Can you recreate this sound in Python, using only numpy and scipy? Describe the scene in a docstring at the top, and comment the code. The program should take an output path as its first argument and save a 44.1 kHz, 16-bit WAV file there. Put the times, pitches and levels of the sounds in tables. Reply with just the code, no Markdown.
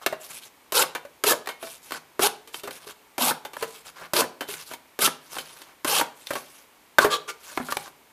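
"""A sharp knife slices strips off a sheet of thin card held above a workbench.
Each cut is a snap as the edge bites, a rasp of parting fibres that sets the sheet ringing, and a flick
as the strip comes free. The last stroke strikes hard and drags through in three pulls. Between cuts,
offcuts drop on the bench and fingers shift the card; a faint steady drone fills the small workshop."""
import sys
import numpy as np
from scipy import signal
from scipy.fft import rfft, irfft, next_fast_len
from scipy.io import wavfile
from scipy.ndimage import uniform_filter1d, map_coordinates

SR = 44100
rng = np.random.default_rng(int(sys.argv[2]) if len(sys.argv) > 2 else 0)


def dump_mix(stems):
    """Bounce the given channels to the path in sys.argv[1] as a 16-bit WAV at rate SR."""
    frames = np.atleast_2d(stems).T  # one column per channel
    limited = np.clip(frames, -1, 1)  # hard clip at full scale
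    pcm = np.round(limited * 32767).astype(np.int16)
    wavfile.write(sys.argv[1], SR, pcm)


N = 358091

# Band edges in Hz of a snap's four registers: thud, knock, crack and tick.
REGISTER_EDGES = [250, 650, 1800, 4500, 15000]
# The sheet is gripped and bent anew each time, so it rings differently. One row for each clean cut,
# then one for each pull. Each mode in a row: pitch in Hz, width in Hz, level in dB.
GRIP_MODES = [
    [(479, 92, 0.5), (840, 58, 1.5), (1020, 38, -3), (1365, 130, -0.5)],
    [(423, 56, 2.5), (574, 150, -7.5), (1315, 180, -7), (1800, 72, 2.5)],
    [(399, 43, 7), (786, 120, 6.5), (1040, 87, 0), (1310, 150, 2.5)],
    [(254, 31, 3.5), (515, 32, -10), (790, 120, 3.5), (1040, 59, -5)],
    [(407, 100, 2), (910, 170, -8), (1250, 140, -16), (1700, 66, -1)],
    [(237, 40, -3.5), (460, 120, -1), (1280, 34, 8), (1520, 40, -31)],
    [(540, 430, -4), (810, 120, 3), (1060, 410, 1), (1630, 106, 4)],
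    [(393, 19, 1), (1085, 59, 4), (1570, 60, -5)],
    [(480, 50, -5), (1168, 40, 2), (1650, 45, -2)],
    [(416, 35, -3), (1190, 88, -3), (1380, 34, -5)],
]
FADE_S = 0.08  # time left for a stroke to die away


def amp(db):
    """Decibels to gain."""
    return 10 ** (np.asarray(db) / 20)


def unit(x):
    """x at rms 1."""
    return x / np.sqrt(np.mean(x ** 2) + 1e-20)


def along(points, hz):
    """(Hz, value) points read on a log axis."""
    f, v = np.transpose(points)
    return np.interp(np.log(hz + 1), np.log(f), v)


def filtered(x, response):
    """x through a frequency response."""
    n = x.shape[-1]
    m = next_fast_len(n + 8192)
    return irfft(rfft(x, m) * response(np.fft.rfftfreq(m, 1 / SR)), m)[..., :n]


def coloured(x, spectrum):
    """x through an EQ curve of (Hz, dB) points, at rms 1."""
    return unit(filtered(x, lambda hz: amp(along(spectrum, hz))))


def resonances(modes, f):
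    """Causal response of (Hz, width in Hz, dB) modes."""
    return sum(amp(db) * 1j * f * width / (hz * hz - f * f + 1j * f * width) for hz, width, db in modes)


def wobble(n, rate):
    """A smooth random curve, rate knots a second."""
    return map_coordinates(rng.standard_normal(int(n * rate / SR) + 4), [np.arange(n) * rate / SR])


def add(track, s, sound):
    """Mix a sound into a track at s seconds."""
    i = max(round(s * SR), 0)
    track[i:i + len(sound)] += sound[:max(N - i, 0)]


def fibre_clicks(n, rate, spread_db):
    """Fibres give way at random moments, rate a second, with uneven sizes."""
    count = rng.poisson(rate / SR, n)
    return unit(np.sqrt(count) * rng.choice([-1, 1], n) * amp(spread_db * rng.standard_normal(n)))


def flexing(x, depth_db):
    """The colour drifts in broad patches as the card flexes and the contact point travels."""
    spectra = signal.stft(x, nperseg=256)[2]
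    patches = uniform_filter1d(rng.standard_normal(spectra.shape), size=9, axis=0)
    patches = unit(uniform_filter1d(patches, size=8, axis=1))
    return unit(signal.istft(spectra * amp(depth_db * patches), nperseg=256)[1][:len(x)])


def slides(catch_db=1.0, crackle_db=-5, scrape_db=-2.5):
    """Skin and steel slide over the card in soft swells, catching on its grain with small crackles."""
    # Each row: start in seconds, length in seconds, level in dB, brightness in dB.
    moves = [(0, 0.031, -51.5, -9), (0.209, 0.061, -50.5, 4.5), (0.296, 0.09, -47, 3.5),
             (0.422, 0.055, -51.5, 0.5), (1.624, 0.14, -52, 5.5), (1.83, 0.091, -55.5, 2),
             (1.923, 0.053, -43.5, -4.5), (2.539, 0.067, -49.5, 4), (2.715, 0.067, -50.5, 2),
             (2.806, 0.049, -55, -3), (2.868, 0.052, -48, -3), (3.569, 0.066, -49.5, 2),
             (3.642, 0.16, -54, 1.5), (3.854, 0.047, -49, -2), (3.969, 0.092, -51.5, -12),
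             (4.488, 0.063, -42, 2), (4.551, 0.08, -48, 0.5), (4.666, 0.076, -51.5, 4),
             (5.223, 0.12, -59.5, -2), (5.321, 0.094, -44, 0), (5.428, 0.21, -53.5, -2),
             (5.667, 0.057, -61.5, -9.5), (6.16, 0.09, -57.5, 0.5), (6.28, 0.13, -48.5, 1),
             (6.402, 0.22, -58.5, 2.5), (7.427, 0.17, -49.5, -1), (7.622, 0.24, -51, 1),
             (7.707, 0.018, -38, 1), (7.856, 0.027, -51, -10.5)]
    # EQ curves of the low, middle and top layers of friction. Each point: frequency in Hz, gain in dB.
    scrape_eq = [(80, -8), (250, -8), (450, -1.5), (1100, 4.5), (1600, 3.5), (2300, -12), (4000, -29.5)]
    hiss_eq = [(1200, -89), (2200, -1.5), (3200, 1), (5000, -2.5), (6500, -6), (9000, -16)]
    fizz_eq = [(4000, -14.5), (6500, -9), (8500, -5.5), (11000, -1.5), (15000, -15.5)]
    out = np.zeros(N)
    for s, length, level_db, bright_db in moves:
        t = np.arange(int(2 * length * SR)) / SR
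        n = len(t)
        swell = np.exp(-np.abs(2 * (t - length) / length) ** 4 / 2)
        grain = fibre_clicks(n, rate=5400, spread_db=1.0) * amp(catch_db * wobble(n, rate=91.5))
        grain = flexing(grain, depth_db=3.5)
        grain += amp(crackle_db) * fibre_clicks(n, rate=160, spread_db=0.5)
        # a bright slide trades scrape for fizz
        scrape = amp(scrape_db - bright_db) * coloured(grain, scrape_eq)
        hiss = coloured(grain, hiss_eq)
        fizz = amp(bright_db) * coloured(grain, fizz_eq)
        add(out, s - length / 2, amp(level_db) * swell * (scrape + hiss + fizz))
    return out


def drone(air_db=-56.5, waver_rad=0.79):
    """Steady room air with a few thin, slightly unsteady tones."""
    # Colour of the room air. Each point: frequency in Hz, gain in dB.
    air_eq = [(15, -25), (25, -5), (64, 1), (118, -5.5), (219, -2.5), (257, 1), (749, -1.5), (927, 2),
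              (1500, -4.5), (2180, -3.5), (5280, -12.5), (11200, -13), (12100, -10.5), (15000, -15)]
    # The workshop's tones. Each row: pitch in Hz, rms level in dB.
    whines = [(925, -85), (2225, -75.5), (12280, -85)]
    t = np.arange(N) / SR
    tones = sum(amp(db) * unit(np.sin(2 * np.pi * hz * t + waver_rad * wobble(N, rate=5.7)))
                for hz, db in whines)
    return amp(air_db) * coloured(rng.standard_normal(N), air_eq) + tones


def snap(hz, t60, flutter_db, ring_db=-1, upper_db=-6.5, puff_db=-18, puff_hz=151, puff_t60=0.085):
    """Card buckles or is struck: its main mode, the blade's short upper ring, a puff of air and a dying
    flutter."""
    # Short upper modes that every snap rings. Each row: pitch in Hz, average level in dB.
    upper_modes = [(2340, 2), (2765, 0), (3060, 0), (3190, -7.5), (3590, -1)]
    thud_db, _, crack_db, _ = flutter_db
    t = np.arange(SR // 5) / SR
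    out = amp(ring_db) * np.sin(2 * np.pi * hz * t) * amp(-60 * t / (1.16 * t60))
    upper = sum(amp(db + rng.normal(0, 5.2)) * np.sin(2 * np.pi * f * t) for f, db in upper_modes)
    out += amp(crack_db + upper_db) * upper * amp(-60 * t / (1.2 * t60))
    out += amp(thud_db + puff_db) * np.sin(2 * np.pi * puff_hz * t) * amp(-60 * t / puff_t60)
    for band, db in zip(zip(REGISTER_EDGES, REGISTER_EDGES[1:]), flutter_db):
        flutter = rng.standard_normal(len(t)) * amp(-60 * t / t60)
        flutter[0] += 2.05 * np.sqrt(t60 * SR) / 20  # the click of the first push
        flutter = signal.sosfilt(signal.butter(3, band, "band", fs=SR, output="sos"), flutter)
        out += amp(db) * flutter / flutter[:SR // 100].std()  # the first 10 ms set the level
    return out


def brightened(flutter_db, bright_db):
    """A harder contact lifts the crack and tick registers."""
    return np.array(flutter_db) + bright_db * np.array([0, 0, 1, 1])


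def taps():
    """Card knocks, buckles and lands; the piece's size and the contact's hardness colour each hit."""
    # Each row: start in seconds, ring pitch in Hz, flutter t60 in seconds, level in dB,
    # flutter level in dB, brightness in dB.
    hits = [(0.0626, 1112, 0.049, -22, -18, 3), (0.1262, 623, 0.078, -23.5, -27.5, -7),
            (0.9505, 1240, 0.097, -31, -28, 1.5), (1.0506, 570, 0.066, -33.5, -41.5, -1.5),
            (1.4596, 1840, 0.034, -43, -48, 8), (1.4727, 1880, 0.038, -27, -31.5, 2),
            (1.489, 2175, 0.13, -35, -32.5, 2.5), (1.6274, 658, 0.13, -32.5, -33.5, 1),
            (1.6717, 1080, 0.06, -39, -43.5, 7), (1.908, 1070, 0.032, -33, -37, 3),
            (1.9205, 1400, 0.039, -36, -30, 2.5), (1.946, 1510, 0.046, -32.5, -38.5, -8),
            (2.4751, 450, 0.14, -46.5, -47, 10.5), (2.5433, 3100, 0.05, -31, -38.5, 5.5),
            (2.6352, 407, 0.17, -32, -35.5, 6), (2.6751, 415, 0.072, -31, -28, -1.5),
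            (2.7087, 1590, 0.031, -43, -43, 10), (2.8693, 424, 0.092, -36, -49, 2),
            (3.4507, 853, 0.093, -29, -32.5, 1.5), (3.534, 1170, 0.11, -39, -41.5, 5.5),
            (3.5676, 980, 0.022, -27, -32, -5), (3.612, 1000, 0.13, -33.5, -42, -2),
            (3.6252, 456, 0.094, -24.5, -23.5, 1.5), (4.24, 380, 0.053, -27, -26, -6),
            (4.4085, 957, 0.12, -36, -28, 1), (4.488, 411, 0.09, -28.5, -36, 7.5),
            (4.539, 2450, 0.026, -44, -44, 10.5), (4.7131, 641, 0.094, -36, -35, 0.5),
            (4.7359, 923, 0.062, -33, -39, 9.5), (5.367, 1060, 0.027, -27, -31, -15),
            (5.385, 1540, 0.054, -48, -35, 7), (5.618, 1054, 0.03, -41, -49, 11.5),
            (6.2702, 3590, 0.03, -29.5, -51, 18), (6.3061, 290, 0.066, -26, -21, -2),
            (6.3344, 610, 0.038, -30, -34.5, 7.5), (6.3543, 1120, 0.083, -27.5, -28.5, 1),
            (6.9847, 1560, 0.041, -4, -12, -1), (6.9905, 1456, 0.034, -6, -48, -7),
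            (7.0444, 409, 0.012, -24, -19, -4), (7.0479, 415.5, 0.11, -8.5, -14, -4),
            (7.5745, 780, 0.025, -15, -19, -9.5), (7.6004, 247, 0.1, -23, -27, -16),
            (7.6866, 1400, 0.11, -27.5, -34.5, -6), (7.7232, 1166, 0.028, -16, -29, 5.5),
            (7.7695, 825, 0.02, -14.5, -28.5, 7)]
    # Flutter balance in dB: thud, knock, crack, tick.
    balance_db = [-7, -2.5, -10, -10.5]
    # Smaller pieces ring higher, with more knock and crack: each register's lift in dB an octave.
    lift_db_per_octave = [0.5, 2.5, 3, 1.5]
    out = np.zeros(N)
    for s, hz, t60, level_db, flutter_db, bright_db in hits:
        octaves = np.log2(hz / 1000)
        shape_db = brightened(balance_db, bright_db) + octaves * np.array(lift_db_per_octave)
        add(out, s, amp(level_db) * snap(hz, t60, shape_db + flutter_db - level_db))
    return out


def stroke(length, rise_s=0.00067, release_t60=0.033):
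    """Time and gain of a stroke that lasts length seconds and then dies away."""
    t = np.arange(int((length + FADE_S) * SR)) / SR
    attack = 1 - np.exp(-t / rise_s)
    return t, attack * amp(-60 * np.maximum(t - length, 0) / release_t60)


def gliding(x, octaves_per_s):
    """x played at a slowly changing speed, for half its length."""
    t = np.linspace(-1, 1, len(x) // 2) * len(x) / SR / 4
    speed = 2 ** (octaves_per_s * (t + FADE_S / 2))
    return map_coordinates(x, [np.cumsum(speed)], mode="mirror")


def parting(n, grip, glide, sharp_db, broad_db=-6, ripple=0.41, ripple_t60=0.0044, grit_db=1.5):
    """The edge parts thousands of fibres a second: the shaken sheet's body and a rasp, each at rms 1."""
    # EQ curves of the sheet's broad body and of the rasp. Each point: frequency in Hz, gain in dB.
    sheet_eq = [(60, -29), (130, -4), (260, -7), (450, 6.5), (700, 5.5), (1100, 9), (1550, 6), (1900, -24),
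                (3000, -24)]
    rasp_eq = [(1200, -28.5), (2000, -4), (2700, 2), (3700, 0.5), (5000, -1), (6500, -4.5), (8500, -4.5),
               (11000, -1), (12500, -5), (15000, -14.5)]
    fibres = fibre_clicks(2 * n, rate=16000, spread_db=3.0)
    ringing = gliding(filtered(fibres, lambda f: resonances(grip, f)), glide)
    ringing = coloured(ringing, [(100, -26.0), (220, -3.5), (380, 0.5), (1600, 0), (2000, -19), (3000, 4)])
    body = unit(ringing + amp(broad_db) * coloured(fibres[:n], sheet_eq))
    # the sheet's countless higher modes die at once and ripple the rasp, differently for each cut
    t = np.arange(SR // 100) / SR
    high_modes = rng.standard_normal(len(t)) * amp(-60 * t / ripple_t60)
    rippled = unit(gliding(signal.fftconvolve(fibres, high_modes)[:2 * n], glide))
    # the edge catches and slips on clumps of fibres
    grit = unit(amp(grit_db * wobble(n, rate=430)))
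    tearing = flexing((fibres[:n] + ripple * rippled) * grit, depth_db=2)
    rasp = coloured(tearing, rasp_eq)
    return body, coloured(rasp, [(5500, 0), (13000, sharp_db)])


def cuts(sink_s=0.032, sink_db=-22.5, press_db_per_s=21):
    """The edge bites, sinks in, presses ever harder through the sheet and flicks the strip free."""
    # Each row: bite time and flick time in seconds, sheet and rasp levels in dB, glide of the
    # resonances in octaves a second, bite level in dB, bite pitch in Hz, bite brightness in dB,
    # flick level in dB, flick pitch in Hz.
    clean_cuts = [(0.7221, 0.835, -23.5, -19.5, 2.1, -24.5, 1060, 3.5, -25, 1124),
                  (1.2381, 1.331, -20.5, -21, -2, -18, 1300, 3, -23.5, 600),
                  (2.1935, 2.279, -23, -20, 3, -17.5, 423, -9.5, -36, 1040),
                  (3.181, 3.3086, -26, -22.5, 2, -23, 810, 0, -20, 921),
                  (4.1346, 4.2172, -21.5, -21, 7, -19.5, 343, 3.5, -22, 1023),
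                  (4.9901, 5.0749, -25.5, -19, 2.3, -23.5, 770, -0.5, -21.5, 1260),
                  (5.8466, 6.0109, -27, -24.5, 1.2, -19, 1070, -1.5, -18, 933)]
    bite_flutter_db, flick_flutter_db = [-6.5, -7.5, -12.5, -9], [-7.5, -3.5, -18, -11]
    out = np.zeros(N)
    for cut, grip in zip(clean_cuts, GRIP_MODES):
        s, free_s, sheet_db, rasp_db, glide, bite_db, bite_hz, bright_db, flick_db, flick_hz = cut
        length = free_s - 0.00803 - s  # the push ends just before the strip is free
        t, gain = stroke(length)
        sinking_db = sink_db * np.maximum(1 - t / sink_s, 0)
        effort = gain * amp(sinking_db + press_db_per_s * (t - length / 2))
        body, rasp = parting(len(t), grip, glide, sharp_db=3)
        bite = snap(bite_hz, t60=0.048, flutter_db=brightened(bite_flutter_db, bright_db))
        flick = snap(flick_hz, t60=0.06, flutter_db=flick_flutter_db)
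        add(out, s, amp(bite_db) * bite)
        add(out, s, effort * (amp(sheet_db) * body + amp(rasp_db) * rasp))
        add(out, free_s, amp(flick_db) * flick)
    return out


def drags(ends_db=-12):
    """The jammed blade is pulled on through the card in short, duller swells."""
    # Each row: start and length in seconds, sheet and rasp levels in dB, the rasp's top-end gain in dB.
    pulls = [(6.995, 0.063, -22.5, -30.5, -8), (7.099, 0.073, -25.5, -26.5, -14.5),
             (7.276, 0.042, -32, -36, -9)]
    out = np.zeros(N)
    for (s, length, sheet_db, rasp_db, sharp_db), grip in zip(pulls, GRIP_MODES[-len(pulls):]):
        t, gain = stroke(length)
        effort = gain * amp(ends_db * (2 * t / length - 1) ** 2)
        body, rasp = parting(len(t), grip, glide=0, sharp_db=sharp_db)
        add(out, s, effort * (amp(sheet_db) * body + amp(rasp_db) * rasp))
    return out


def workshop(x, near_db=-0.5, tail_db=-15, build_s=0.0036):
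    """Near surfaces reflect at once; the room rings on briefly, longest in the low mids."""
    # Reflections off the bench and its tools. Each row: delay in seconds, gain.
    bounces = [(.0019, 0.12), (.0034, 0.047), (.0052, 0.087), (.0083, 0.037)]
    # The room's decay. Each point: frequency in Hz, t60 in seconds.
    decay_times = [(150, 0.34), (450, 0.45), (1500, 0.34), (5000, 0.3), (14000, 0.18)]
    # The room's low standing wave: pitch in Hz, width in Hz, level in dB.
    standing_wave = [(153.8, 17, 17.5)]
    hz, t, noise = signal.stft(rng.standard_normal(SR // 2), SR, nperseg=256)
    decay = amp(-60 * t / along(decay_times, hz)[:, None])
    tail = signal.istft(noise * decay * (1 - np.exp(-t / build_s)), SR, nperseg=256)[1]
    tail /= np.linalg.norm(tail)
    tail_eq = [(200, 0.16), (420, 1)]
    tail = filtered(tail, lambda f: amp(along(tail_eq, f)) * (1 + resonances(standing_wave, f)))
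    near = filtered(x, lambda f: 1 + sum(g * np.exp(-2j * np.pi * f * delay) for delay, g in bounces))
    return amp(near_db) * near + amp(tail_db) * signal.fftconvolve(x, tail)[:N]


def scene():
    """Knife and card in the workshop, over its drone, alike in both channels."""
    sound = workshop(cuts() + drags() + taps() + slides()) + drone()
    return np.array([sound, sound])


def record(dry, low_cut_hz=95, top_hz=15150):
    """The bass is thinned, peaks clip at full scale and the very top is cut off steeply."""
    thinned = signal.sosfilt(signal.butter(1, low_cut_hz, "high", fs=SR, output="sos"), dry)
    return filtered(np.clip(thinned, -1, 1), lambda hz: 1 / (1 + (hz / top_hz) ** 120))


dry = scene()
out = record(dry)
dump_mix(out)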